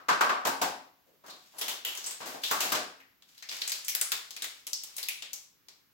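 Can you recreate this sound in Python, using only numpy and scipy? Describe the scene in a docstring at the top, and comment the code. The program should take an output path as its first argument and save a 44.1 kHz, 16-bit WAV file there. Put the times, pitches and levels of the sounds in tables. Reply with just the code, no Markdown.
"""Dull pops of cardboard, close by and a little to the left, as hands tear a package open.
Fibres break in quick runs and ring the hollow box. The stiff plastic wrapper inside rips, fingertips
slide over it, and its creases buckle in sharp snaps, each trailed by smaller crackles.
A quiet living room rings on after every snap, over a faint steady hush."""
import sys
import numpy as np
from scipy import signal
from scipy.fft import rfft, irfft, next_fast_len
from scipy.io import wavfile

SR = 44100
rng = np.random.default_rng(int(sys.argv[2]) if len(sys.argv) > 2 else 0)


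def wrap_up_sound(samples):
    """Save the sound to the file named by the first command line argument, as 16-bit audio."""
    columns = np.atleast_2d(samples).T
    # keep every value between -1 and 1, then stretch to whole-number steps
    tamed = np.clip(columns, -1, 1)
    steps = np.round(tamed * 32767).astype(np.int16)
    wavfile.write(sys.argv[1], SR, steps)


N = 261513
LEAD = SR // 4   # samples of run-in, so that the room already rings at the start
SPAN, ONSET_PAD = SR * 3 // 4, SR // 2000   # samples for one burst and its tail; silent samples before it


def from_db(db):
    return 10 ** (np.asarray(db) / 20)


def rms_one(x):
    return x / np.sqrt(np.mean(x ** 2) + 1e-20)


def later(x, delay_s):
    return np.pad(x, (round(delay_s * SR), 0))[:len(x)]


def at_hz(points, hz, column=1):
    """Reads a column of a table on a log-frequency axis."""
    points = np.array(points)
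    return np.interp(np.log(np.maximum(hz, 1)), np.log(points[:, 0]), points[:, column])


def resonator(x, hz, q, above, at, below):
    """A resonance with separate gains above, at and below its frequency."""
    size = next_fast_len(x.shape[-1] + SR // 20)
    s = 1j * np.fft.rfftfreq(size, 1 / SR) / hz
    response = (above * s * s + at * s / q + below) / (s * s + s / q + 1)
    return irfft(rfft(x, size) * response, size)[..., :x.shape[-1]]


def add(track, start_s, sound):
    """Mixes a stereo burst into a track that begins LEAD samples early."""
    start = max(round(start_s * SR) + LEAD - ONSET_PAD, 0)
    track[:, start:start + sound.shape[1]] += sound[:, :track.shape[1] - start]


def grains(size, per_s, spread_db, friction):
    """Random clicks of uneven size over smooth friction noise; rms 1."""
    heights = from_db(spread_db * np.minimum(rng.exponential(1, size), 3)) * rng.choice([-1, 1], size)
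    clicks = rms_one(heights * (rng.random(size) < per_s / SR))
    return rms_one(clicks + friction * rng.standard_normal(size))


def crackle(decay_s, first_share, per_s, spread_db, friction, swell):
    """One buckle, with first_share of the energy, sets off an avalanche that swells and dies."""
    t = np.arange(SR // 4) / SR
    envelope = np.exp(-t / decay_s) * (1 - np.exp(-t / (swell * decay_s)))
    burst = grains(len(t), per_s, spread_db, friction) * envelope
    burst *= np.sqrt((1 - first_share) / np.sum(burst ** 2))
    burst[0] = np.sqrt(first_share)
    return np.pad(burst, (ONSET_PAD, SPAN - len(t)))


def sheet(x, ring_hz, ring_db, ring_q, edge_hz, edge_q, bass_db, treble_db, treble_hz):
    """A patch of sheet rings at one resonance, with a bass shelf below edge_hz and a treble shelf."""
    x = resonator(x, ring_hz, ring_q, above=0.86, at=from_db(ring_db), below=0.93)
    x = resonator(x, edge_hz, edge_q, above=0.93, at=from_db(bass_db / 2), below=from_db(bass_db))
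    return resonator(x, treble_hz, q=0.68, above=from_db(treble_db), at=from_db(treble_db / 2), below=1)


# Pops of the card giving way. Each row: start in seconds, level in dB, crackle decay in seconds,
# flap ring in Hz, ring boost in dB, treble shelf in dB.
CARD_POPS = [(-0.15, -6.5, .0026, 1240, 18.5, -10.5), (0.085, 7, 0.017, 1150, 17, -25),
             (0.209, 2, 0.00078, 1120, 23, 0.5), (0.2932, -6, 0.0012, 1184, 26.5, -5.5),
             (0.4514, 5.5, 0.0021, 1130, 10, -5), (0.469, 3, 0.0025, 860, 14, 3.5),
             (0.615, 8, 0.01, 860, 11, -1), (1.064, -37.5, 0.078, 488, 12.5, 6),
             (1.239, -28, 0.024, 1110, 20.5, -7), (1.281, -14, 0.012, 1120, 7.5, -15),
             (1.536, -24.5, 0.11, 930, 17.5, 4), (2.203, -4.5, 0.033, 1100, 7.5, -15),
             (2.257, -2, 0.056, 940, 2.5, 1), (2.343, -11.5, .003, 740, 13, -10),
             (2.511, 5, 0.01, 1180, 12.5, 5.5), (2.63, 1.5, 0.037, 830, 6.5, 3),
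             (2.72, 8, 0.0033, 1230, 6, 0.5), (2.748, 7, 0.01, 730, 0, -30)]

def card(field):
    """Fibres break in quick runs and shake the loose flap, the panel and the box behind it."""
    out = np.zeros((2, LEAD + N))
    for start_s, db, decay_s, ring_hz, ring_db, treble_db in CARD_POPS:
        first_share = 0.6 / (1 + decay_s / 0.013)   # a longer run leaves less for the first break
        burst = crackle(decay_s, first_share, per_s=3400, spread_db=-0.5, friction=0.24, swell=0.018)
        burst = room(burst, field, straight_db=-10, tail_db=-0.7, left_db=1.1, scatter_s=0.0021)
        # a light push flexes the panel and sounds deeper; the box loses depth as it opens
        bass_db = 5.2 - 0.2331 * db - 1.1 * start_s
        pop = sheet(burst, ring_hz, ring_db, ring_q=2.77, edge_hz=566, edge_q=0.86,
                    bass_db=bass_db, treble_db=treble_db, treble_hz=8300)
        add(out, start_s, from_db(db) * pop)
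    panel = resonator(out, hz=1513, q=16.5, above=0.99, at=1.7, below=0.98)
    return box(panel, width_hz=6.9)


# The hollow body of the box. Each row: mode frequency in Hz, boost or cut in dB.
BOX_MODES = [(172, 4.5), (212, 3), (272, 9), (513, -1.5), (615, 7.5), (649, 2), (733, 7.5), (878, 2),
             (985, -3), (1138, 7.5), (1281, -1), (1497, -2), (1590, 7)]

def box(x, width_hz):
    """The hollow box rings along in narrow modes."""
    size = next_fast_len(x.shape[1] + SR)
    hz = np.fft.rfftfreq(size, 1 / SR)
    lift = 1 + sum((from_db(db) - 1) / (1 + 2j * (hz - mode_hz) / width_hz) for mode_hz, db in BOX_MODES)
    return irfft(rfft(x, size) * lift, size)[:, :x.shape[1]]


# Colour and width of the reverb. Each row: frequency in Hz, level in dB, left-right correlation.
REVERB_COLOUR = [(120, -3, 0.72), (262, 1, 0.84), (495, 1, 0.85), (980, 4, -0.065), (2000, 2, -0.08),
                 (5000, 1.5, 0.025), (14900, -6, 0.0054)]
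# Length of the reverb. Each row: frequency in Hz, seconds to fall by 60 dB.
REVERB_T60 = [(150, 0.51), (400, 0.48), (1000, 0.48), (2800, 0.47), (7300, 0.4), (15000, 0.3)]

def diffuse_field():
    """Stereo noise in octave bands, each with the share of its power that survives a sample in the room."""
    size = next_fast_len(N + 2 * SR)
    hz = np.fft.rfftfreq(size, 1 / SR)
    mid, side = rfft(rng.standard_normal((2, size)))
    alike = np.clip(at_hz(REVERB_COLOUR, hz, column=2), -1, 1)
    spectrum = np.sqrt((1 + alike) / 2) * mid + np.sqrt((1 - alike) / 2) * side * [[1], [-1]]
    spectrum *= from_db(at_hz(REVERB_COLOUR, hz))
    octave = np.round(np.log2(np.clip(hz, 200, 16000)))
    bands = []
    for k in np.unique(octave):
        survives = np.exp(-2 * np.log(1000) / SR / at_hz(REVERB_T60, 2 ** k))
        bands.append((irfft(spectrum * (octave == k), size), survives))
    return bands


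def smear(power, survives):
    """Spreads power into an exponential tail."""
    return signal.lfilter([1 - survives], [1, -survives], power)


# Early reflections. Each row: left delay in seconds, right delay in seconds, level in dB.
REFLECTIONS = [(.0023, 0.0018, -7.5), (.0061, 0.0095, -10.5), (.0072, 0.011, -25)]

def room(clicks, field, straight_db, tail_db, left_db, scatter_s):
    """Each click comes from another spot, so echoes add in power; only the straight path keeps its shape."""
    size = len(clicks)
    power = smear(clicks ** 2 + 1e-18, np.exp(-1 / (scatter_s * SR)))   # shelves and walls scatter it
    start = rng.integers(field[0][0].shape[1] - size)
    tail = sum(noise[:, start:start + size] * np.sqrt(smear(power, survives)) for noise, survives in field)
    tail *= from_db([[tail_db + left_db], [tail_db - left_db]])
    early_power = sum(np.array([later(power, left_s), later(power, right_s)]) * from_db(db) ** 2
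                      for left_s, right_s, db in REFLECTIONS)
    early = np.sqrt(early_power) * rng.standard_normal((2, size))
    straight = np.array([clicks, from_db(-7) * later(clicks, 0.00029)])   # weaker and later on the right
    return tail + early + from_db(straight_db) * straight


# The bed of still room air. Each row: frequency in Hz, relative spectral level in dB.
AIR_SPECTRUM = [(15, -48), (25, -9), (170, 2), (317, -0.5), (695, -10), (988, -6), (1370, -5), (5000, -10),
                (6920, -12.5), (9320, -23.5), (11900, -7), (14800, -8.5), (16000, -6)]

def air(level_db, shared_gain):
    """A faint steady hush, partly common to both sides."""
    shared, left, right = rng.standard_normal((3, N))
    noise = shared_gain * shared + np.array([left, right])
    colour = from_db(at_hz(AIR_SPECTRUM, np.fft.rfftfreq(N, 1 / SR)))
    return from_db(level_db) * rms_one(irfft(rfft(noise) * colour, N))


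def facets(x, lift_db):
    """Four facets around a crease ring along, at pitches that change with every fold."""
    for hz in np.exp(rng.uniform(np.log(2000), np.log(14000), 4)):
        x = resonator(x, hz, q=10, above=1, at=from_db(lift_db), below=1)
    return x


# Rips in the taut wrapper. Each row: start in seconds, level in dB, crackle decay in seconds,
# facet ring in Hz, ring boost in dB.
WRAPPER_RIPS = [(1.263, -20, 0.011, 5900, 4), (1.298, -21, 0.0068, 4120, 18.5),
                (1.584, -8, 0.0033, 10300, 10), (1.6122, 1.5, 0.0088, 3320, 8),
                (1.6813, 2.5, 0.029, 3560, 5), (1.849, -0.5, 0.053, 3100, 13), (1.95, -10, 0.0028, 8750, 4),
                (1.9733, -8.5, 0.0025, 6400, 9), (2.0411, -14, 0.00124, 5160, 16),
                (2.0618, -6.5, 0.011, 7700, 11), (2.108, -10, 0.0049, 8400, 10),
                (2.436, -8.5, 0.012, 3550, 23.5), (2.605, 5.5, .011, 2734, 8)]

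def rips(field):
    """Stretched over the box, the film tears in short, full-bodied runs of clicks."""
    out = np.zeros((2, LEAD + N))
    for start_s, db, decay_s, ring_hz, ring_db in WRAPPER_RIPS:
        burst = crackle(decay_s, first_share=0.44, per_s=820, spread_db=-5.5, friction=0.14, swell=0.05)
        burst = room(burst, field, straight_db=-8.5, tail_db=-0.5, left_db=1.1, scatter_s=0.00017)
        burst = facets(burst, lift_db=3)
        edge_hz = 300 * 2 ** (-2.5 * ring_db)   # far below hearing, so the rip keeps its body
        rip = sheet(burst, ring_hz, ring_db, ring_q=5.8, edge_hz=edge_hz, edge_q=1.3,
                    bass_db=0, treble_db=5, treble_hz=8296)
        add(out, start_s, from_db(db) * rip)
    return out


# Finger slides on the wrapper. Each row: start in seconds, length in seconds, level in dB.
FINGER_STROKES = [(1.305, 0.26, -66.5), (1.558, 0.15, -56), (1.954, 0.2, -54), (2.413, 0.28, -44.5),
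                  (3.261, 0.6, -66.5), (3.486, 0.25, -47.5), (3.827, 0.75, -61), (4.738, 0.47, -60)]

def fingers(field, attack_s=0.018, release_s=0.047):
    """Fingertips slide over the film with a fine, continuous crackle; each stroke swells, holds and dies."""
    t = np.arange(N) / SR
    pressure = np.zeros(N)
    for start_s, length_s, db in FINGER_STROKES:
        attack = np.clip((t - start_s) / attack_s, 0, 1)
        release = np.exp(-np.maximum(t - start_s - length_s, 0) / release_s)
        pressure += from_db(db) * attack * release
    rub = grains(N, per_s=300, spread_db=5, friction=0.65) * pressure
    rub = room(rub, field, straight_db=-2, tail_db=-0.6, left_db=0.4, scatter_s=0.0006)
    return resonator(rub, hz=4500, q=0.54, above=0.55, at=2.37, below=0.13)


# Creases snapping in the loose wrapper. Each row: start in seconds, level in dB, crackle decay in
# seconds, facet ring in Hz, ring boost in dB, treble shelf in dB.
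CREASE_SNAPS = [(3.002, -24.5, .008, 2000, 22, -6), (3.2226, -21, 0.0044, 3500, 11, -20),
                (3.379, -25.5, .008, 4500, 22, -1), (3.4249, -13, .007, 2130, 19, -5),
                (3.4893, -4.5, 0.026, 4870, 8.5, -21), (3.514, -1.5, 0.013, 3100, -4, -24),
                (3.618, -1.5, 0.0031, 4140, 9.5, -26), (3.677, -2, 0.014, 7900, 11.5, 1.5),
                (3.7187, -3, 0.01, 4500, 10.5, 6), (3.847, -14, 0.017, 9000, 17.5, -7),
                (3.8822, -3.5, 0.01, 2180, 10, 15.5), (3.9499, 1, 0.00077, 12100, 9.5, 4),
                (4.013, 3, 0.0039, 9100, 12.5, 1.5), (4.1189, 5.5, 0.0035, 4700, 3, 5),
                (4.3073, -8.5, .002, 7640, 2, -0.5), (4.365, -5, 0.0024, 4700, 3.5, -5),
                (4.4214, 0.5, 0.01, 8700, 5, -2.5), (4.443, -1.5, 0.0023, 2490, -4, 2),
                (4.6683, -5.5, 0.0054, 10000, 6, 2), (4.732, -9, 0.00067, 5330, 16.5, 7.5),
                (4.836, -10, .002, 4300, -2, 9.5), (4.966, -10.5, 0.01, 9600, 10.5, 6),
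                (4.982, -2.5, 0.013, 2300, 3, 3), (5.0295, -6.5, 0.0054, 4370, 8, 6),
                (5.0858, -6.5, 0.0043, 2360, 17, 13), (5.223, -3.5, .006, 3760, 4, -29),
                (5.332, -8.5, 0.0068, 6770, 7, 9), (5.685, -12.5, 0.0024, 5700, -0.5, -13)]

def snaps(field):
    """Each crease that flips rings the facet next to it and sets off a few smaller ones."""
    out = np.zeros((2, LEAD + N))
    for start_s, db, decay_s, ring_hz, ring_db, treble_db in CREASE_SNAPS:
        first_share = np.exp(-decay_s / 0.026)   # a longer crackle leaves less for the flip itself
        burst = crackle(decay_s, first_share, per_s=700, spread_db=11.5, friction=0.1, swell=0.043)
        straight_db = -8.5 + 5 * first_share   # a clean flip beams more sound straight ahead
        burst = room(burst, field, straight_db, tail_db=-2, left_db=1.3, scatter_s=0.00022)
        burst = facets(burst, lift_db=3.5)
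        edge_hz = 1660 * 2 ** (-0.11 * db)   # a stronger snap moves a larger patch, which radiates lower
        snap = sheet(burst, ring_hz, ring_db, ring_q=3.8, edge_hz=edge_hz, edge_q=1.3,
                     bass_db=-7.5, treble_db=treble_db, treble_hz=8390)
        add(out, start_s, from_db(db) * snap)
    return out


def bending(x, delay_at_1khz_s):
    """Bending waves carry high notes faster: a click leaves as a tiny falling chirp."""
    size = next_fast_len(x.shape[-1])
    khz = np.fft.rfftfreq(size, 1 / SR) / 1000
    lag = np.exp(-4j * np.pi * delay_at_1khz_s * 1000 * np.sqrt(khz))
    return irfft(rfft(x, size) * lag, size)[..., :x.shape[-1]]


def wrapper(x):
    """The stiff film rings as a whole at one resonance, and is too light to move much air in the bass."""
    ringing = resonator(x, hz=2220, q=8.8, above=0.95, at=1.08, below=0.96)
    chirped = bending(ringing, delay_at_1khz_s=0.000531)
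    return resonator(chirped, hz=275, q=0.64, above=0.88, at=0.23, below=0)


def microphone(x):
    """The small ports lose the bass and have a dip in the treble."""
    x = resonator(x, hz=201, q=0.62, above=0.96, at=0.17, below=0.018)
    return resonator(x, hz=9000, q=4.17, above=0.95, at=from_db(-8.5), below=1)


def scene():
    """Card, wrapper and fingers share one room, over its hush."""
    field = diffuse_field()
    package = card(field) + wrapper(rips(field) + snaps(field))
    hands = package[:, LEAD:] + fingers(field)
    return microphone(hands) + air(level_db=-67.5, shared_gain=0.46)


def record(dry):
    """A steep low-pass cuts the top at 16 kHz."""
    return signal.sosfilt(signal.ellip(10, 0.2, 70, 16000, fs=SR, output="sos"), dry)


dry = scene()
out = record(dry)
wrap_up_sound(out)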